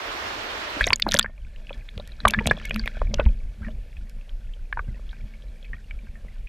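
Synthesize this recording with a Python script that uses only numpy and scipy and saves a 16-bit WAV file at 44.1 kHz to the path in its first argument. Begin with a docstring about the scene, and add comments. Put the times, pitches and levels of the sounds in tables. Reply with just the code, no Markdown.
"""A shallow stream hisses wide in the open air; then a sealed camera goes under water and hears in mono.
Short decaying sines ring out, mostly bubbles of trapped air breaking off, among sharp cracks of bright noise.
Pops and knocks ring the housing through resonant modes, and small bubbles murmur as clumps of random rings.
The current buffets it with a lumpy low-noise rumble, over swash, hum, crackle and a muffled hiss."""
import sys
import numpy as np
from scipy import signal
from scipy.io import wavfile
from scipy.ndimage import uniform_filter1d

SR = 44100
rng = np.random.default_rng(int(sys.argv[2]) if len(sys.argv) > 2 else 0)


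def unload_audio(sound):
    """Save the sound as a 16-bit wav file, at the path given as the first command line argument."""
    columns = np.transpose(np.atleast_2d(sound))
    # keep every value between -1 and 1, then stretch to whole-number steps
    steps = np.round(np.clip(columns, -1, 1) * 32767)
    wavfile.write(sys.argv[1], SR, steps.astype(np.int16))


def gain_from_decibels(decibels):
    """Convert decibel values to linear amplitude factors."""
    exponent = np.asarray(decibels, float) / 20
    return 10 ** exponent


N = 285768

# Short ringing tones: mostly bubble pops, with some thumps and long shell tails. Each row: time in seconds,
# level in dB before flutter, starting pitch in Hz, time to fall 60 dB in seconds.
RINGING_TONES = [(.767, -27.5, 290, .05), (0.809, -5.5, 1670, 0.013), (.8159, -17, 1920, .022),
                 (.842, -12.5, 2470, 0.0061), (0.841, -12, 3730, 0.017), (.8582, -30, 5530, .0082),
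                 (.868, -19.5, 533, 0.02), (0.8681, -11, 6430, 0.0044), (.8718, -23, 708, 0.052),
                 (.874, -15.5, 2000, 0.022), (.878, -17.5, 3700, 0.0041), (0.8864, -21, 5500, .0067),
                 (.903, -26, 1580, 0.027), (.905, -10, 2600, .0058), (0.905, -11.5, 1000, 0.008),
                 (0.9242, -19.5, 1060, 0.035), (.931, -3.5, 2254, 0.0086), (.9315, -8, 3200, 0.0011),
                 (0.9331, -5, 4540, 0.014), (.9589, -18, 6830, .0071), (0.9981, -18, 2030, 0.0077),
                 (1.0214, -10, 4600, 0.0034), (1.0233, -1.5, 3590, 0.0074), (1.0656, -11.5, 870, 0.007),
                 (1.066, -19.5, 307, 0.027), (1.0698, -27.5, 1580, 0.024), (1.0807, -25.5, 710, 0.047),
                 (1.0882, -18, 640, 0.0066), (1.0895, -15.5, 4100, 0.0081), (1.113, -16.5, 3560, 0.006),
                 (1.12, -10, 3400, 0.0039), (1.12, -6.5, 5830, 0.0014), (1.126, -20.5, 1790, 0.012),
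                 (1.1353, -17, 3300, .0022), (1.1371, -18, 5140, 0.0059), (1.142, -10, 1710, 0.012),
                 (1.1415, -11, 9700, 0.0051), (1.142, -11.5, 5800, 0.006), (1.146, -26.5, 300, .03),
                 (1.1466, -13.5, 565, 0.03), (1.1501, -11, 3450, .003), (1.163, -18, 1938, 0.0055),
                 (1.1651, -12, 3260, .0042), (1.1705, -15, 4535, .005), (1.176, -28, 1530, 0.018),
                 (1.1892, -8, 3680, .0054), (1.1895, -15.5, 1440, .011), (1.1942, -7.5, 1413, .011),
                 (1.1941, 1.5, 3425, .007), (1.194, -4.5, 7520, 0.0059), (1.209, -26, 1804, 0.046),
                 (1.2118, -22, 3670, .0066), (1.2279, -19.5, 4700, 0.013), (1.2285, -29, 3100, 0.012),
                 (1.2434, -29.5, 540, 0.011), (1.245, -23, 1590, .037), (1.26, -20.5, 1760, 0.013),
                 (1.268, -51, 1823, 0.24), (1.2952, -43.5, 625, 0.033), (1.3785, -45.5, 2390, 0.014),
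                 (1.4485, -45.5, 2405, .013), (1.5614, -35, 2800, .006), (1.6699, -30, 2760, 0.005),
                 (1.6943, -29, 2560, 0.025), (1.7057, -33.5, 920, 0.0074), (1.7075, -29.5, 556, 0.035),
                 (1.7291, -32, 3360, 0.018), (1.8879, -33, 2170, .005), (1.89, -33, 3530, 0.0078),
                 (1.9776, -33, 480, 0.019), (1.978, -25, 3220, 0.0017), (1.997, -31, 577, 0.034),
                 (1.999, -33, 3780, .017), (2.1194, -38.5, 3920, 0.017), (2.203, -32.5, 1570, .0077),
                 (2.2032, -27.5, 3970, .012), (2.252, -3.5, 660, 0.0067), (2.2522, 0.5, 1182, 0.019),
                 (2.253, -9.5, 1550, .019), (2.271, -8, 1030, 0.011), (2.2812, -15, 2294, 0.023),
                 (2.2799, -14.5, 3390, 0.017), (2.2808, -14, 9800, 0.0053), (2.2987, -20, 2700, 0.025),
                 (2.308, -24, 3360, .004), (2.3361, -12, 1626, 0.023), (2.337, -17.5, 3560, 0.016),
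                 (2.3448, -12, 1730, 0.018), (2.35, -40.5, 1730, 0.6), (2.389, -13, 1950, 0.021),
                 (2.394, -17.5, 2400, 0.011), (2.4058, -30, 910, 0.057), (2.4099, -29, 456, .032),
                 (2.4574, -25.5, 664, .021), (2.4584, -18, 2290, 0.0053), (2.4708, -14.5, 633, 0.013),
                 (2.4717, -18, 2580, 0.017), (2.4722, -20.5, 3340, 0.022), (2.472, -16.5, 3830, 0.0067),
                 (2.4893, -21, 574, 0.0064), (2.4975, -23, 3550, 0.027), (2.511, -7, 553, 0.0025),
                 (2.5107, -5, 1682, 0.026), (2.519, -33, 1835, 0.079), (2.569, -33.5, 3370, 0.019),
                 (2.5749, -30.5, 610, .012), (2.5849, -36, 3400, .021), (2.5997, -25.5, 2310, 0.0019),
                 (2.614, -35, 1360, .008), (2.6507, -21, 3600, 0.0032), (2.6515, -26, 2190, 0.05),
                 (2.696, -27, 2840, .012), (2.7094, -19.5, 560, 0.0029), (2.709, -16.5, 2470, 0.019),
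                 (2.7436, -20.5, 4500, 0.003), (2.7447, -31, 2700, .013), (2.7605, -26, 1300, .011),
                 (2.761, -20, 2540, 0.0057), (2.771, -36, 2300, 0.019), (2.7945, -21, 4580, 0.014),
                 (2.796, -30, 1590, .025), (2.8371, -34.5, 2150, 0.052), (2.8588, -31.5, 545, 0.012),
                 (2.859, -23, 2420, .0079), (2.8692, -30, 2000, .006), (2.8766, -16.5, 3420, 0.0049),
                 (2.8763, -11.5, 1940, 0.0047), (2.9687, -32.5, 620, .017), (3.0167, -15, 1080, 0.0047),
                 (3.0167, -16, 568, 0.012), (3.1368, -25, 570, 0.046), (3.1416, -17, 4900, 0.0028),
                 (3.143, -22, 6030, 0.0053), (3.143, -16.5, 3160, 0.0025), (3.185, -30, 1452, .083),
                 (3.1953, -9.5, 572, 0.02), (3.1975, -25, 3270, 0.013), (3.198, -22, 2595, 0.035),
                 (3.2041, -22, 1490, .037), (3.2097, -32, 896, 0.024), (3.213, -31, 458, 0.047),
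                 (3.2547, -30, 2920, 0.0028), (3.2617, -28.5, 2200, .006), (3.263, -32, 906, .032),
                 (3.619, -42, 1340, 0.034), (3.6304, -38, 1580, 0.049), (3.6466, -35, 1880, .052),
                 (3.666, -38, 1770, .051), (3.6839, -35.5, 621, 0.063), (3.6832, -38, 1653, 0.015),
                 (3.929, -47, 2215, 0.0083), (3.9675, -40, 2534, 0.028), (4.2107, -46, 2610, 0.028),
                 (4.2935, -37, 3186, 0.0089), (4.5367, -41.5, 3110, 0.021), (4.7268, -26.5, 2315, 0.0091),
                 (4.7267, -40, 3590, 0.0031), (4.727, -11.5, 1650, 0.0096), (4.737, -47, 1790, .072),
                 (4.772, -21, 937, 0.025), (4.7728, -23, 1484, 0.018), (4.792, -19, 1513, 0.021),
                 (4.7932, -25, 1157, 0.028), (4.879, -49.5, 1560, 0.048), (4.994, -39.5, 540, 0.011),
                 (5.0926, -41.5, 3320, .024), (5.1115, -45, 3840, .012), (5.1295, -40, 1573, 0.048),
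                 (5.3373, -44.5, 2227, 0.052), (5.4222, -47.5, 3240, 0.021), (5.6278, -41, 3310, .013),
                 (5.6452, -40, 2550, 0.041), (5.7322, -28, 1867, 0.05), (5.7377, -40, 1777, .03),
                 (5.9095, -28.5, 2284, 0.022), (5.989, -43.5, 2350, 0.021), (6.069, -48, 1586, .05),
                 (6.1552, -44, 1810, .061), (6.2474, -42, 520, 0.0075), (6.2833, -43, 2007, 0.026),
                 (6.4717, -37, 2500, .022)]
# Bright cracks. Each row: start in seconds, level in dB before the envelope, top octave in dB relative to that.
CRACKS = [(.8074, -33.5, -7), (0.816, -29.5, -10.5), (0.843, -42.5, -30), (.847, -44, -10),
          (.8578, -44, -29), (.8617, -46, -16), (0.87, -18.5, -26), (0.8734, -29, -13), (0.88, -33, -20),
          (.886, -36, -18), (0.8984, -32, -10.5), (.903, -46.5, -6), (.9235, -38, -38), (.932, -36, -5),
          (0.9613, -27.5, -31), (.9832, -49, -10.5), (0.9987, -23.5, -1), (1.022, -36.5, -15.5),
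          (1.053, -50, -10), (1.0853, -32.5, 0.5), (1.105, -43, -4.5), (1.1115, -29, -3.5),
          (1.1193, -22.5, -17.5), (1.1264, -30.5, -26), (1.1355, -36, -5.5), (1.1416, -8, -17.5),
          (1.1493, -24.5, -14), (1.1598, -28.5, -14.5), (1.1664, -42.5, -14.5), (1.17, -36, -19.5),
          (1.1773, -30, -30.5), (1.1889, -4, -25), (1.1937, -11, -11.5), (1.228, -40.5, -9.5),
          (1.2335, -50, -20), (1.9767, -39.5, -15), (2.075, -33.5, -13), (2.2523, -32.5, -6.5),
          (2.2839, -9.5, -31), (2.3075, -15, -20.5), (2.4575, -42, -26), (2.4673, -15, -19.5),
          (2.4717, -9, -29), (2.4891, -53.5, -2.5), (2.512, -28, -26.5), (2.577, -50, -15),
          (2.654, -26.5, -31), (2.695, -33.5, -26), (2.708, -43.5, -5), (2.744, -34, -6),
          (2.7602, -31.5, 10), (2.7945, -46, -12), (2.859, -40, 6.5), (2.875, -29.5, -22),
          (3.1424, -30.5, -30.5), (4.0961, -37, -20.5)]
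# Knocks on the housing. Each row: start in seconds, level of the push in dB, pitch of the push in Hz,
# level of the click in dB before it is softened.
KNOCKS = [(0.807, -22, 45.5, -42), (0.898, -26, 73.5, -37), (1.065, -49, 112, -30.5),
          (1.143, -28.5, 80.5, -28), (1.247, -38, 110, -40.5), (1.751, -46, 71, -47),
          (1.97, -26.5, 80, -41), (2.252, -16.5, 69.4, -27.5), (2.381, -19, 69.4, -23),
          (2.467, -19.5, 67.6, -19.5), (2.511, -22, 120, -28.5), (2.758, -37, 70.6, -28),
          (3.11, -28, 77.5, -27), (3.2608, -4, 52, -30), (3.609, -22, 69.3, -36),
          (3.674, -31.5, 69.5, -33.5), (4.03, -40, 100, -46), (4.162, -43, 109, -49.5),
          (4.883, -24, 111.2, -37.5), (5.24, -34.5, 81.3, -45.5), (5.738, -38.5, 89.5, -48),
          (6.032, -40, 90, -44.5), (6.136, -40.5, 110, -45), (6.246, -39, 108, -45)]
# Ringing modes of the shell. Each row: pitch in Hz, level in dB, time to fall 60 dB in seconds.
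HOUSING_MODES = [(218, -4, .3), (554, -6, .04), (640, -8, .03), (1570, -8, .06), (1750, -6, .08),
                 (2230, -4, .04), (2540, -6, .04), (3300, -8, .04), (4500, -16, .03), (5630, -20, .03)]
# Peaks of the low rumble's level. Each row: time in seconds, level in dB.
RUMBLE_PEAKS = [(.83, -27.5), (1.09, -30), (1.29, -34), (1.45, -31), (1.59, -33), (1.79, -31), (1.98, -40),
                (2.12, -35), (2.27, -27), (2.4, -30), (2.53, -32), (2.71, -25), (2.83, -25.5),
                (3.05, -18.5), (3.18, -20.5), (3.31, -19.5), (3.45, -24.5), (3.65, -29.5), (3.77, -26),
                (4.01, -28.5), (4.17, -30), (4.35, -27), (4.49, -28.5), (4.62, -28.5), (4.79, -26.5),
                (4.91, -26.5), (5.07, -28.5), (5.23, -30.5), (5.49, -31.5), (5.71, -30.5), (5.95, -28.5),
                (6.1, -33.5), (6.26, -33), (6.41, -28.5)]
# Fine air stirred into the water, as the level of its murmur. 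Each row: time in seconds, level in dB.
STIR = [(.81, -36), (.97, -66.5), (1.12, -47.5), (1.31, -71), (1.63, -61), (1.73, -55.5), (1.85, -62.5),
        (2.0, -57.5), (2.16, -61), (2.3, -52), (2.61, -50), (3.01, -52.5), (3.12, -58.5), (3.24, -55.5),
        (3.36, -62), (3.6, -66), (3.63, -58), (3.7, -58.5), (3.76, -67.5), (3.87, -63.5), (4.69, -69),
        (5.11, -60), (5.6, -64), (6.48, -66)]
# Muffled colour of the underwater sound. Each row: frequency in Hz, relative level in dB per Hz.
MUFFLED_COLOUR = [(88, -32.5), (150, -5.5), (209, -7.5), (303, -22.5), (545, -10.5), (998, -26),
                  (1360, -24.5), (1500, -19), (1660, -23.5), (1870, -21), (2360, -18), (4160, -26),
                  (11700, -33.5), (14500, -38.5), (16000, -64)]
# Colour of the stream in air. Each row: frequency in Hz, relative level in dB per Hz.
STREAM_COLOUR = [(18, -47), (30, -0.5), (81, -5.5), (157, -18.5), (239, -10), (336, -4), (526, -5),
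                 (616, -0.5), (760, -4.5), (1040, -0.5), (1630, -3), (3490, -8), (5450, -16.5), (9970, -35),
                 (16000, -31)]
# Stereo width of the stream. Each row: frequency in Hz, left-right likeness from -1 to 1.
STREAM_LIKENESS = [(60, 0.95), (150, 1), (380, 0.84), (950, -0.12), (2380, -0.14), (5980, 0.096),
                   (15000, 0.11)]
# Stereo balance of the stream. Each row: frequency in Hz, left minus right in dB.
STREAM_LEAN = [(60, 0.5), (150, -2.5), (380, 0.5), (950, -3), (2380, -6), (5980, 0), (15000, -2)]

DIVE_S = 0.81
CUTOFF_HZ = 16700
CALM_DB = -66   # stir of quiet water
LOW_TONE_BELOW_HZ = 1300   # splits the ringing tones into low and high ones


def rms_one(x):
    """Scale to rms 1."""
    return x / np.sqrt(np.mean(x ** 2) + 1e-20)


def at_hz(points, hz):
    """Read a curve on a log-frequency axis."""
    point_hz, values = np.transpose(points)
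    return np.interp(np.log(hz), np.log(point_hz), values)


def drift(rate_hz):
    """Slow random wander of spread 1, low-passed noise made at every 40th sample."""
    pole = np.exp(-80 * np.pi * rate_hz / SR)
    white = rng.standard_normal(N // 40 + 2002)
    slow = signal.lfilter([1], [1, -2 * pole, pole * pole], white)[2000:]
    return np.interp(np.arange(N) / 40, np.arange(len(slow)), rms_one(slow))


def band(x, low_hz, high_hz, order=2):
    """Butterworth band-pass."""
    edges_hz = [low_hz, min(high_hz, 0.45 * SR)]
    return signal.sosfilt(signal.butter(order, edges_hz, "band", fs=SR, output="sos"), x)


def ring(clicks, hz, t60):
    """Two-pole resonator: a unit click sets a decaying sine ringing from height 1."""
    pole, w = gain_from_decibels(-60 / (t60 * SR)), 2 * np.pi * hz / SR
    return signal.lfilter([0, np.sin(w)], [1, -2 * pole * np.cos(w), pole * pole], clicks + 1e-18)


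def trail(events, offset_db, rise_db_per_s, fall_db_per_s):
    """Gain that climbs to each event (time, dB) and falls away after it at steady rates in dB."""
    t = np.arange(0, N + 64, 64) / SR
    s, db = np.transpose(events)[:, :, None]
    distance_db = np.where(t < s, rise_db_per_s * (s - t), fall_db_per_s * (t - s))
    loudest = np.max(db - distance_db, axis=0)
    return np.interp(np.arange(N) / SR, t, gain_from_decibels(offset_db + loudest))


def banded_noise(colour, patchy_db, length, wide):
    """Third-octave bands of noise, each with its own level and flicker; left and right differ if wide."""
    out, edges = 0, 28 * 2 ** np.arange(0, 9.4, 1 / 3)
    white = rng.standard_normal((2, 2, length))   # neighbouring bands take turns between two noises
    together = drift(0.99)[:length]
    for k, (low, high) in enumerate(zip(edges, edges[1:])):
        hz = np.sqrt(low * high)
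        flicker = 0.4 * together + drift(15)[:length]
        gain = gain_from_decibels(at_hz(colour, hz) + patchy_db * flicker)
        if wide:
            mid, side = band(white[k % 2], low, high)
            alike = np.clip(at_hz(STREAM_LIKENESS, hz), -1, 1)
            lean = gain_from_decibels(at_hz(STREAM_LEAN, hz) * np.array([[0.5], [-0.5]]))
            pair = np.sqrt(1 + alike) * mid + np.sqrt(1 - alike) * side * [[1], [-1]]
            out = out + gain * lean * pair
        else:
            out = out + gain * band(white[k % 2, 0], low, high)
    return rms_one(out)


def ringing_tones(rise=0.0058, flutter=0.4):
    """Each tone swells over about two cycles, rings down unevenly and rises a little in pitch."""
    out = np.zeros(N + SR)
    uneven = 1 + flutter * rms_one(band(rng.standard_normal(N), 170, 800, order=4))
    for s, db, hz, t60 in RINGING_TONES:
        swell_s = 2.3 / hz
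        t = np.arange(int((1.3 * t60 + swell_s) * SR)) / SR
        attack = np.sin(np.pi / 2 * np.minimum(t / swell_s, 1)) ** 2
        shape = attack * gain_from_decibels(-60 * np.maximum(t - 0.7 * swell_s, 0) / t60)
        tone = np.sin(2 * np.pi * hz * (t + rise * t ** 2 / (2 * t60)))
        out[round((s - 0.3 * swell_s) * SR):][:len(t)] += gain_from_decibels(db) * shape / shape.max() * tone
    return out[:N] * uneven


def cracks(low_hz=2600, split_hz=11000, rise_s=0.00047, t60=0.0048):
    """Bursts of bright noise a few milliseconds long, with the top octave levelled on its own."""
    body, top = np.zeros((2, N + SR))
    t = np.arange(1200) / SR
    shape = gain_from_decibels(-60 * t / t60) * np.minimum(t / rise_s, 1)
    for s, db, top_db in CRACKS:
        body[round(s * SR):][:len(t)] += shape * gain_from_decibels(db)
        top[round(s * SR):][:len(t)] += shape * gain_from_decibels(db + top_db)
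    white = rng.standard_normal((2, N))
    body_noise = rms_one(band(white[0], low_hz, split_hz))
    top_noise = rms_one(band(white[1], split_hz, CUTOFF_HZ))
    return body[:N] * body_noise + top[:N] * top_noise


def wake(pops, level_db=-18, t60=0.01, dull_hz=4500):
    """Nearby bubbles and the stream bed scatter each pop into a short, duller, rough tail."""
    t = np.arange(int(0.08 * SR)) / SR
    scatter = rng.standard_normal(len(t)) * gain_from_decibels(-60 * t / t60) * np.minimum(t / 0.0045, 1)
    scatter = scatter / np.sqrt(np.sum(scatter ** 2))
    tail = signal.fftconvolve(pops, scatter)[:N]
    return gain_from_decibels(level_db) * band(tail, 220, dull_hz)


def knocks(contact_hz=450):
    """A knock is one low push of water and a soft click into the shell."""
    push, clicks = np.zeros(N + SR), np.zeros(N)
    for s, db, hz, click_db in KNOCKS:
        cycles = np.arange(int(3 * SR / hz)) * hz / SR
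        shape = 6 * cycles * np.exp(-2.3 * cycles)
        push[round(s * SR):][:len(cycles)] -= gain_from_decibels(db) * shape * np.sin(2 * np.pi * cycles)
        clicks[round(s * SR)] = gain_from_decibels(click_db)
    soft = signal.sosfilt(signal.butter(2, contact_hz, fs=SR, output="sos"), clicks)
    return push[:N] + housing(soft)


def housing(blows):
    """The shell rings at its modes whatever strikes it; the modes alternate in sign."""
    out = 0
    for k, (hz, db, t60) in enumerate(HOUSING_MODES):
        out = out + gain_from_decibels(db) * ring(blows, hz, t60) * (-1) ** k
    return out


def current():
    """Moving water presses on the ports, and stirred-in air swings the level of most layers, in dB."""
    t = np.arange(N) / SR
    stir_db = np.interp(t, *np.transpose(STIR))
    swing_db = stir_db - CALM_DB
    low = rumble(swing_db) + swash(swing_db) + hum(swing_db)
    fine = gurgle(swing_db) + murmur(stir_db) + crackle(swing_db)
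    return (low + fine + muffled_hiss()) * (t > DIVE_S)


def rumble(swing_db, quiet_db=-40, follows=0.15):
    """Low noise, evened out so that its listed level peaks shape it."""
    low = band(rng.standard_normal(N), 22, 41)
    power = uniform_filter1d(low ** 2, size=3000)
    even = rms_one(low / np.sqrt(power + 0.1 * low.var()))
    peaks = trail(RUMBLE_PEAKS, offset_db=0, rise_db_per_s=140, fall_db_per_s=140)
    return even * np.maximum(gain_from_decibels(quiet_db + follows * swing_db), peaks)


def swash(swing_db, quiet_db=-60, follows=0.6):
    """Gently wavering low noise that swells around the click of each knock."""
    clicks = np.array(KNOCKS)[:, ::3]
    around = trail(clicks, offset_db=-8.5, rise_db_per_s=400, fall_db_per_s=188)
    noise = rms_one(band(rng.standard_normal(N), 48, 160)) * gain_from_decibels(0.83 * drift(42))
    return noise * (gain_from_decibels(quiet_db + follows * swing_db) + around)


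def hum(swing_db, quiet_db=-68.5, follows=0.9):
    """Noise keeps the lowest shell mode humming, louder around the click of each knock."""
    clicks = np.array(KNOCKS)[:, ::3]
    around = trail(clicks, offset_db=-7, rise_db_per_s=850, fall_db_per_s=220)
    hz, _, t60 = HOUSING_MODES[0]
    tone = rms_one(ring(band(rng.standard_normal(N), 140, 270), hz, t60))
    return tone * (gain_from_decibels(quiet_db + follows * swing_db) + around)


def gurgle(swing_db, quiet_db=-66, follows=0.51):
    """Low clumps of unseen bubbles, louder around each low ringing tone."""
    tones = np.array(RINGING_TONES)
    low_tones = tones[tones[:, 2] < LOW_TONE_BELOW_HZ, :2]
    around = trail(low_tones, offset_db=-29.5, rise_db_per_s=3600, fall_db_per_s=240)
    grains = small_bubbles(per_s=370, low_hz=304, high_hz=1240, cycles=5.9, size_db=4.5, noise_share=0.6)
    return grains * (gain_from_decibels(quiet_db + follows * swing_db) + around)


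def murmur(stir_db):
    """Higher clumps of unseen bubbles and a flickering fizz, louder around each high ringing tone."""
    tones = np.array(RINGING_TONES)
    high_tones = tones[tones[:, 2] >= LOW_TONE_BELOW_HZ, :2]
    around = trail(high_tones, offset_db=-45, rise_db_per_s=4000, fall_db_per_s=610)
    grains = small_bubbles(per_s=400, low_hz=1350, high_hz=4800, cycles=40, size_db=5.5, noise_share=0.33)
    fizz = rms_one(band(rng.standard_normal(N), 3600, 5600)) * gain_from_decibels(-17 + 5 * drift(60))
    return (grains + fizz) * (gain_from_decibels(stir_db) + around)


def small_bubbles(per_s, low_hz, high_hz, cycles, size_db, noise_share):
    """Unseen bubbles in clumps, each at one pitch with a soft start, over churned water; rms 1."""
    sizes = gain_from_decibels(size_db * np.minimum(rng.exponential(1, N), 4)) * rng.choice([-1, 1], N)
    born = sizes * (rng.random(N) < per_s * gain_from_decibels(4 * drift(12)) / SR)
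    dealt, out = rng.integers(0, 20, N), 0
    for k, hz in enumerate(np.geomspace(low_hz, high_hz, 20)):
        once = ring(born * (dealt == k), hz, cycles / hz)
        twice = ring(once, hz, 14 / hz)   # the second pass softens the start
        out = out + gain_from_decibels(1.2 * at_hz(MUFFLED_COLOUR, hz)) * twice * hz / low_hz
    churn = band(rng.standard_normal(N), low_hz, high_hz) * gain_from_decibels(5 * drift(38))
    shell = band(housing(churn), low_hz, high_hz)   # part of the churning is heard through the shell
    return rms_one(rms_one(out) + noise_share * (rms_one(churn) + 0.96 * rms_one(shell)))


def crackle(swing_db, low_hz=700, high_hz=4200, shell_db=-18, size_db=2.5):
    """Stray ticks, denser and louder in stirred water; each is a short snap that rings the shell."""
    born = rng.random(N) < 60 * gain_from_decibels(0.5 * swing_db) / SR   # 60 per second in quiet water
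    sizes = gain_from_decibels(size_db * np.minimum(rng.exponential(1, N), 3)) * rng.choice([-1, 1], N)
    ticks = born * sizes * gain_from_decibels(-51 + 1.3 * swing_db) + 1e-18
    return band(ticks + gain_from_decibels(shell_db) * housing(ticks), low_hz, high_hz)


def muffled_hiss(level_db=-61.5, dip_db=-8, dip_s=1.24, back_s=0.2):
    """A dull noise floor that sinks through the plunge and then returns."""
    t = np.arange(N) / SR
    sinking = (t - DIVE_S) / (dip_s - DIVE_S)
    dip = np.where(t < dip_s, sinking, np.exp((dip_s - t) / back_s))
    noise = banded_noise(MUFFLED_COLOUR, patchy_db=1.0, length=N, wide=False)
    return gain_from_decibels(level_db + dip_db * dip) * noise


def stream(level_db=-31.5):
    """Dense far water: wide patchy hiss that stops as the ports go under."""
    out, length = np.zeros((2, N)), int(DIVE_S * SR)
    hiss = banded_noise(STREAM_COLOUR, patchy_db=1.45, length=length, wide=True)
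    out[:, :length] = gain_from_decibels(level_db) * hiss
    return out


def scene():
    """The stream in air, wide, and one channel of the other sounds sent to both sides."""
    pops = ringing_tones() + cracks()
    shaken = gain_from_decibels(-53.5) * housing(pops)   # every pop leaves a short tail in the shell
    return pops + shaken + wake(pops) + knocks() + current() + stream()


def top_cut(x):
    """Nothing passes above the cut-off."""
    return signal.sosfilt(signal.butter(12, 16510, fs=SR, output="sos"), x)


def record(dry):
    """Peaks are rounded under a ceiling, then the top is cut."""
    rounded = dry / (1 + np.abs(dry / 0.93) ** 4) ** 0.25
    cut = signal.sosfilt(signal.cheby2(10, 70, CUTOFF_HZ, fs=SR, output="sos"), rounded)
    return top_cut(cut)


dry = scene()
out = record(dry)
unload_audio(out)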